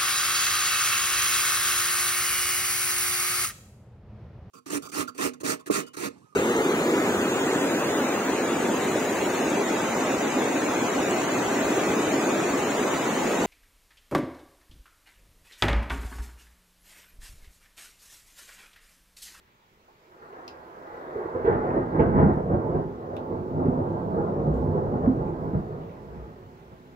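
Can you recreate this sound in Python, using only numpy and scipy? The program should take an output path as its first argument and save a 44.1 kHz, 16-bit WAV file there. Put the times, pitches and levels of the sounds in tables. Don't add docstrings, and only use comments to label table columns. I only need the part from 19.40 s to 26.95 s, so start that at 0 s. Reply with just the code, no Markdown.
import sys
import numpy as np
from scipy import signal
from scipy.fft import rfft, irfft
from scipy.io import wavfile
from scipy.ndimage import uniform_filter1d

SR = 44100
rng = np.random.default_rng(int(sys.argv[2]) if len(sys.argv) > 2 else 0)


def invert_db(level):
    return 10 ** (np.asarray(level, dtype=float) / 20)


def output_pcm(signal):
    pcm = np.clip(np.atleast_2d(signal).T, -1, 1) * 32767
    wavfile.write(sys.argv[1], SR, np.round(pcm).astype(np.int16))


N = 332999

# frequency in Hz, level in dB per Hz.
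RAIN_COLOUR = [(15, -26), (25, 0), (48, -13), (216, -12), (275, -20), (351, -12.5), (767, -20.5),
               (854, -14), (977, -14), (2080, -20.5), (2950, -24.5), (7180, -35), (9160, -42.5),
               (13400, -36.5), (15700, -35.5)]
# time in seconds, level in dB.
RAIN_SWELL = [(0, -62), (.8, -60.5), (1.599, -58), (3, -60.5), (4.999, -59), (6.499, -59), (7.55, -59.5)]
# start in seconds, peak in dB, treble in dB, ring in dB, ring pitch in Hz.
SILL_DROPS = [
    (.3374, -59, 19.5, -6, 4900),
    (.5274, -68, 7, -4, 4900),
    (1.0793, -29, -6.5, 14, 5020),
    (3.7667, -37, -4, 12, 3450),
]
# frequency in Hz, level in dB per Hz.
SILL_COLOUR = [(900, -41), (2200, -8.5), (3500, -6), (4000, -3), (4830, -8.5), (6000, -8.5), (7400, -12),
               (9200, -22.5), (11000, -7), (15000, -13)]
# frequency in Hz, likeness from 0 to 1.
ALIKE = [(30, .98), (120, .95), (450, .93), (560, .42), (850, .36), (1100, .52), (1500, .46), (2000, .3),
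         (3500, .25), (6000, .03)]
# frequency in Hz, lead in radians.
LEAD = [(0, 0), (100, -.45), (500, -.55), (600, -.8), (750, -1.5), (950, -3), (1400, -3.2), (1800, -4.2),
        (2200, -6), (4000, -12)]
# frequency in Hz, left minus right in dB.
LEAN = [(60, 1), (130, -0.5), (290, -2.5), (640, -3), (1410, 0.5), (3100, -2), (6820, -2.5), (15000, -0.5)]
# frequency in Hz, level in dB per Hz.
AIR_COLOUR = [(12, -68), (20, -23), (53, 2.5), (113, -4.5), (146, -0.5), (260, -6), (400, -5), (702, -11),
              (1000, -14), (1400, -18.5), (2000, -31.5), (2500, -50.5), (3500, -62.5), (6000, -120)]
# frequency in Hz, width in
# Hz, gain in dB.
PEAKS_AND_DIPS = [(51, 9, -6), (62, 5.2, 5.5), (97, 41, 12), (152, 18, 4), (214, 7.4, 5.5), (256.7, 15, 5.5),
                  (293.8, 27, -9), (362.3, 14, 4.5), (463, 8, 5), (516, 11, 5.5), (639, 30, 2.5),
                  (857, 73, 2.5), (950, 490, 3), (1560, 120, 3.5)]
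# time in seconds, strength in dB, depth in dB, nearness in dB.
ROLL = [(0.0, -85, -12.0, 3.5), (0.62, -75, -4, 1.5), (0.95, -65, 6, 5.5), (1.55, -47.5, -3.3, 5.5),
        (1.85, -61.5, 10.5, 3.5), (2.03, -57, 2.5, 4), (2.3, -30, -3, 2.8), (2.5, -35.5, 6.5, 3),
        (2.95, -37.5, -7, 1.55), (3.3, -27.5, 5, -0.7), (3.55, -44.5, 9, 1.5), (4.048, -49, 5.5, -2),
        (4.5, -41.5, 14.5, -2.2), (5.3, -32, 10.5, -2.8), (5.95, -42.5, -16, 0.5), (6.4, -44, 6.1, 1.5),
        (6.9, -52.5, 6.5, 4), (7.55, -55.5, 7.5, 3)]
PIECE_BORDERS = [110, 290, 850, 1800]
# level in dB, share of depth, share of nearness.
PIECES = [
    (-15.5, 1.45, 1.5),
    (-8, 1.15, 0.5),
    (-2.5, 0.042, -0.5),
    (-15.5, -0.22, 2.55),
    (-23, -.16, 3.5),
]
# peak time in seconds, peak in dB,
# fade in seconds per 10 dB, depth in dB.
SURGES = [(0.832, -53.5, 0.15, -4), (0.987, -46.5, 0.225, -7), (1.771, -39.5, 0.37, -9),
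          (2.134, -24, 0.0782, 3.5), (2.259, -27, 0.12, -1), (2.374, -25.5, 0.067, 3.7),
          (2.558, -25, 0.04, 3.5), (2.802, -18.5, 0.0682, 8.5), (2.841, -20.6, 0.0176, 9.5),
          (2.901, -23.5, 0.0729, 4), (3.137, -23.5, 0.05, 9.5), (3.407, -38, 0.1047, 1.5),
          (3.774, -32.5, 0.26, -2), (4.204, -28.5, 0.03, 6.5), (4.269, -26.5, 0.172, 10),
          (5.49, -34.5, 0.13, 11.5), (5.807, -31.5, 0.0867, 11), (5.886, -33, 0.09, 9.5),
          (6.06, -32.5, 0.16, 8.5), (6.321, -38, 0.16, 7.5), (6.798, -46, 0.22, 9), (7.328, -49, -1.4, 5.5)]
# peak time in seconds, peak in dB,
# fade in seconds per 10 dB, depth in dB.
BURSTS = [(1.087, -54, 0.5, -9), (1.81, -35.5, 0.34, -10), (1.955, -37, 0.2, -5.5), (2.066, -23, 0.05, -5),
          (2.599, -18, 0.08, 7.5), (2.68, -31, 0.13, 5), (2.771, -23.5, 0.12, -15.5),
          (2.978, -27.5, 0.065, 8), (3.1, -28, 0.04, 8), (3.351, -24.5, 0.053, 7.5),
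          (3.912, -30, 0.13, 5.5), (4.397, -28.5, 0.22, 4.5), (4.546, -32.5, 0.38, -0.8),
          (4.769, -26, 0.34, -1.8), (4.981, -32.5, 0.068, 14), (5.073, -31.5, 0.13, 11),
          (5.269, -35, 0.25, 12.5), (5.365, -28, 0.126, -18.5), (5.542, -28.5, 0.1175, 9),
          (5.641, -26.5, 0.0945, 10.5), (6.144, -31, 0.0474, 16.5), (6.43, -46, 0.28, -1.5),
          (6.7, -46, 0.12, 4.5)]
# start in seconds, peak in dB, ring pitch in Hz.
CLAPS = [(.812, -48.5, 451), (.9, -36, 393), (1.65, -35, 410), (1.753, -19, 413), (1.848, -20, 361),
         (1.946, -15.5, 472), (2.043, -13.5, 400), (2.068, -8, 451), (2.359, -11, 368), (2.547, -16, 326),
         (2.596, -6.5, 463), (2.674, -12.5, 219.5), (2.79, -8, 153), (2.839, -6.5, 216.6),
         (2.887, -12.5, 336), (3.102, -19.5, 141.6), (3.139, -10, 338), (3.282, -20.5, 313),
         (3.401, -18, 346), (4.18, -19.5, 149), (4.259, -7.5, 278), (4.755, -16, 353), (4.969, -21, 201),
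         (5.065, -16.5, 140), (5.344, -18, 476), (5.466, -17, 131.4), (5.628, -11.5, 144.6),
         (5.662, -4.5, 251), (5.878, -25, 128.6), (6.141, -17, 152)]
# start in seconds, peak in dB, ring pitch in Hz.
BOOMS = [(1.08, -50.5, 70), (3.68, -37, 69.7), (4.74, -29.5, 70), (6.45, -43, 99.3), (7.001, -41.5, 100),
         (2.071, -35.5, 104), (2.594, -28.5, 90.4), (2.787, -22, 66.6), (2.869, -25, 71.2),
         (3.103, -23, 101.5), (3.913, -32, 91.6), (4.199, -27, 101.8), (5.041, -18.5, 66.2),
         (5.25, -18, 88.4), (6.031, -35.5, 57.8), (6.66, -38, 62), (6.759, -40, 62.6), (7.268, -45, 64.4)]
# start in seconds, peak in dB, centre in Hz,
# time to fade by 60 dB in seconds.
CRACKS = [(.72, -56, 1190, .4), (.82, -52, 1300, 0.35), (.926, -60.5, 2300, 0.044),
          (2.049, -55, 2600, 0.11), (2.0702, -58.5, 2800, 0.087), (2.124, -58.5, 2800, .12),
          (2.245, -64.5, 2600, .09), (2.5945, -43, 2180, 0.13), (2.5946, -58.5, 3240, 0.073),
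          (.48, -57.5, 900, .1), (2.6197, -68, 3600, 0.053), (2.779, -54.5, 2200, 0.2),
          (2.3, -55, 2000, .2), (5.876, -61.5, 1990, .08), (5.659, -65, 2000, .09),
          (6.411, -65.5, 2700, .3), (6.495, -61, 2200, 0.33)]


def evened(x):
    return x / np.sqrt(np.mean(x ** 2) + 1e-20)


def read(points, hz):
    f, value = np.transpose(points)
    return np.interp(np.log(hz + 1), np.log(f + 1), value)


def causal(db):
    log_gain = np.log(invert_db(np.maximum(db - db.max(), -100)))
    full = np.r_[log_gain, log_gain[-2:0:-1]]
    phase = -signal.hilbert(full).imag
    h = np.fft.ifft(np.exp(full + 1j * phase)).real[:len(db)]
    return h / np.linalg.norm(h)


def uncoloured(taps):
    z = rfft(taps)
    size = abs(z) / np.sqrt(np.mean(abs(z) ** 2, -1, keepdims=True))
    return irfft(z / (size + .05) ** .7, taps.shape[-1])


def steadied(x, window_s):
    window = int(window_s * SR)
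    power = uniform_filter1d(uniform_filter1d(x ** 2, window), window)
    return evened(x / (abs(power) + .05) ** .4)


def pair(a, b):
    hz = np.fft.rfftfreq(N, 1 / SR)
    alike = np.clip(read(ALIKE, hz), 0, 1)
    lag = np.exp(.5j * np.interp(hz, *np.transpose(LEAD)))
    turn = lag * invert_db(read(LEAN, hz) / 2)
    same = rfft(a) * np.sqrt((1 + alike) / 2)
    other = rfft(b) * np.sqrt((1 - alike) / 2)
    return np.array([irfft((same + other) * turn, N), irfft((same - other) / turn, N)])


def rain():
    z = rng.standard_normal((N // 256 + 5, 513, 5)).T
    noise = z[:2] + 1j * z[2:4]
    patches = evened(uniform_filter1d(uniform_filter1d(z[4], size=12, axis=0), size=12, axis=1))
    colour_db = read(RAIN_COLOUR, np.fft.rfftfreq(1024, 1 / SR))[:, None]
    wash = signal.istft(noise * invert_db(colour_db + 1.2 * patches), nperseg=1024, noverlap=768)[1]
    swell_db = np.interp(np.arange(N) / SR, *np.transpose(RAIN_SWELL))
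    return evened(wash[:, :N]) * invert_db(swell_db)


def drops():
    echo_s, echo_db, knock_db, pan_db = 0.0062, -13.5, 16, -0.5
    hz, t, out = np.fft.rfftfreq(1024, 1 / SR), np.arange(SR // 8) / SR, np.zeros((2, N))
    high = np.clip(np.log2((hz + 1) / 6000), 0, 1)
    knock = knock_db / (1 + ((hz - 2600) / 350) ** 2)
    side_db = pan_db * np.array([[.5], [-.5]])
    for s, db, treble_db, ring_db, ring_hz in SILL_DROPS:
        splash = rng.standard_normal((2, len(t))) * invert_db(-6 - 60 * t / 0.012)
        reply = rng.standard_normal((2, len(t))) * invert_db(-19 - 60 * t / 0.17)
        splash[:, 0] += 2.5
        splash[:, :256] = uncoloured(splash[:, :256]) * invert_db(-60 * t[:256] / .03)
        reply[:, round(echo_s * SR):][:, :400] += invert_db(echo_db) * splash[:, :400]
        ring = ring_db / (1 + ((hz - ring_hz) / 500) ** 2)
        body_db = read(SILL_COLOUR, hz) + knock + ring
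        tick = signal.fftconvolve(splash, causal(body_db + treble_db * high)[None], axes=1)
        tick += signal.fftconvolve(reply, causal(body_db - 12 * high)[None], axes=1)
        out[:, round(s * SR):][:, :tick.shape[1]] += invert_db(db + side_db) * tick / abs(tick).max()
    return out


def scatter(x, length_s, turns_per_s, count=6):
    t = np.arange(int(length_s * SR)) / SR
    signs = rng.choice([-1., 1.], (count, len(t)))
    hits = rng.random((count, len(t))) < .05
    taps = uncoloured(signs * hits * invert_db(-30 * t / length_s))
    taps /= np.linalg.norm(taps, axis=1, keepdims=True)
    place = turns_per_s * np.arange(N) / SR - np.arange(count)[:, None] + count / 2
    fed = x * np.cos(np.pi / 2 * np.clip(place % count - count / 2, -1, 1))
    return signal.oaconvolve(fed, taps, axes=1).sum(0)[:N]


def path_db(hz):
    rings = sum(db / (1 + (2 * (hz - f) / width) ** 2) for f, width, db in PEAKS_AND_DIPS)
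    return read(AIR_COLOUR, hz) + rings


def cracks():
    hz, t, out = np.fft.rfftfreq(1024, 1 / SR), np.arange(SR // 5) / SR, np.zeros(N)
    for s, db, centre_hz, t60 in CRACKS:
        fade = invert_db(-60 * t / 0.0078) + invert_db(1 - 60 * t / t60)
        fizz = rng.standard_normal(len(t)) * fade
        fizz = signal.fftconvolve(fizz, causal(-38 * np.log2((hz + 1) / centre_hz) ** 2))
        out[round(s * SR):][:len(fizz)] += invert_db(db + 10.5) * fizz / abs(fizz).max()
    return out


def claps(events, t60_s, front_db):
    hz, t, out = np.fft.rfftfreq(8192, 1 / SR), np.arange(SR // 3) / SR, np.zeros(N + SR)
    front = causal(path_db(hz) + 7 * np.log2((hz + 1) / 500))
    front = invert_db(front_db) * front / abs(front).max()
    fade = invert_db(-60 * t / t60_s) * (1 - np.exp(-t / 0.00095))
    for s, db, ring_hz in events:
        cluster = rng.standard_normal(len(t)) * fade
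        ring_db = -20 * np.log10(1 + ((hz - ring_hz) / (0.15 * ring_hz)) ** 2)
        body = signal.fftconvolve(cluster, causal(path_db(hz) + ring_db))
        body = body / abs(body).max()
        body[:len(front)] += front
        out[round(s * SR):][:len(body)] += invert_db(db - 6.0) * body
    return out[:N]


def strengths():
    surge_rise, burst_rise = 1.03, 5
    t = np.arange(0, N + 64, 64) / SR
    s, *columns = np.transpose(ROLL)
    roll_db, depth_db, near_db = [np.interp(t, s, c) for c in columns]
    peak_s, peak_db, fade_s, deep_db = np.transpose(SURGES + BURSTS)[:, :, None]
    rise = np.repeat([surge_rise, burst_rise], [len(SURGES), len(BURSTS)])[:, None]
    late = (t - peak_s) / np.maximum(fade_s, .02)
    surge_db = peak_db - 10 * np.maximum(late, -rise * late)
    for db, deep, near in PIECES:
        steady_power = invert_db(roll_db + deep * depth_db) ** 2
        surge_power = (invert_db(surge_db + deep * deep_db) ** 2).sum(0)
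        gain = np.sqrt(steady_power + surge_power) * invert_db(db + near * near_db)
        yield np.interp(np.arange(N) / SR, t, gain)


def roll():
    shocks_per_s, spread_db = 4000, 2.5
    sizes = invert_db(spread_db * np.minimum(rng.exponential(1, N), 5)) * rng.choice([-1., 1.], N)
    shocks = evened(sizes * (rng.random(N) < shocks_per_s / SR))
    hz = np.fft.rfftfreq(16384, 1 / SR)
    borders = [1 / (1 + (hz / f) ** steep) for f, steep in zip(PIECE_BORDERS, (5, 9, 4, 5))]
    below = [0 * hz] + borders + [1 + 0 * hz]
    shares = np.maximum(np.diff(below, axis=0), 1e-8)
    windows_s = (0.018, 0.16, 0.027, 0.023, .03)
    out = np.zeros(N)
    for gain, share, window_s in zip(strengths(), shares, windows_s):
        piece = signal.oaconvolve(shocks, causal(path_db(hz) + 10 * np.log10(share)))[:N]
        out += gain * steadied(piece, window_s)
    return out


def scene():
    background = pair(*rain()) + drops()
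    sharp_claps = claps(CLAPS, t60_s=0.16, front_db=-17)
    deep_booms = claps(BOOMS, t60_s=0.56, front_db=-24)
    thunder = roll() + sharp_claps + deep_booms + cracks()
    direct = thunder + invert_db(-8.5) * scatter(thunder, .2, 3.5)
    return background + pair(direct, scatter(thunder, 0.066, 9))


def top_cut(x):
    return signal.sosfilt(signal.butter(12, 16580, fs=SR, output="sos"), x)


def record(dry):
    ceiling, edge_hz = .75, 15760
    rounded = ceiling * np.tanh(dry / ceiling)
    limited = irfft(rfft(rounded) * (np.fft.rfftfreq(N, 1 / SR) < edge_hz), N)
    return top_cut(limited)


dry = scene()
out = record(dry)
output_pcm(out)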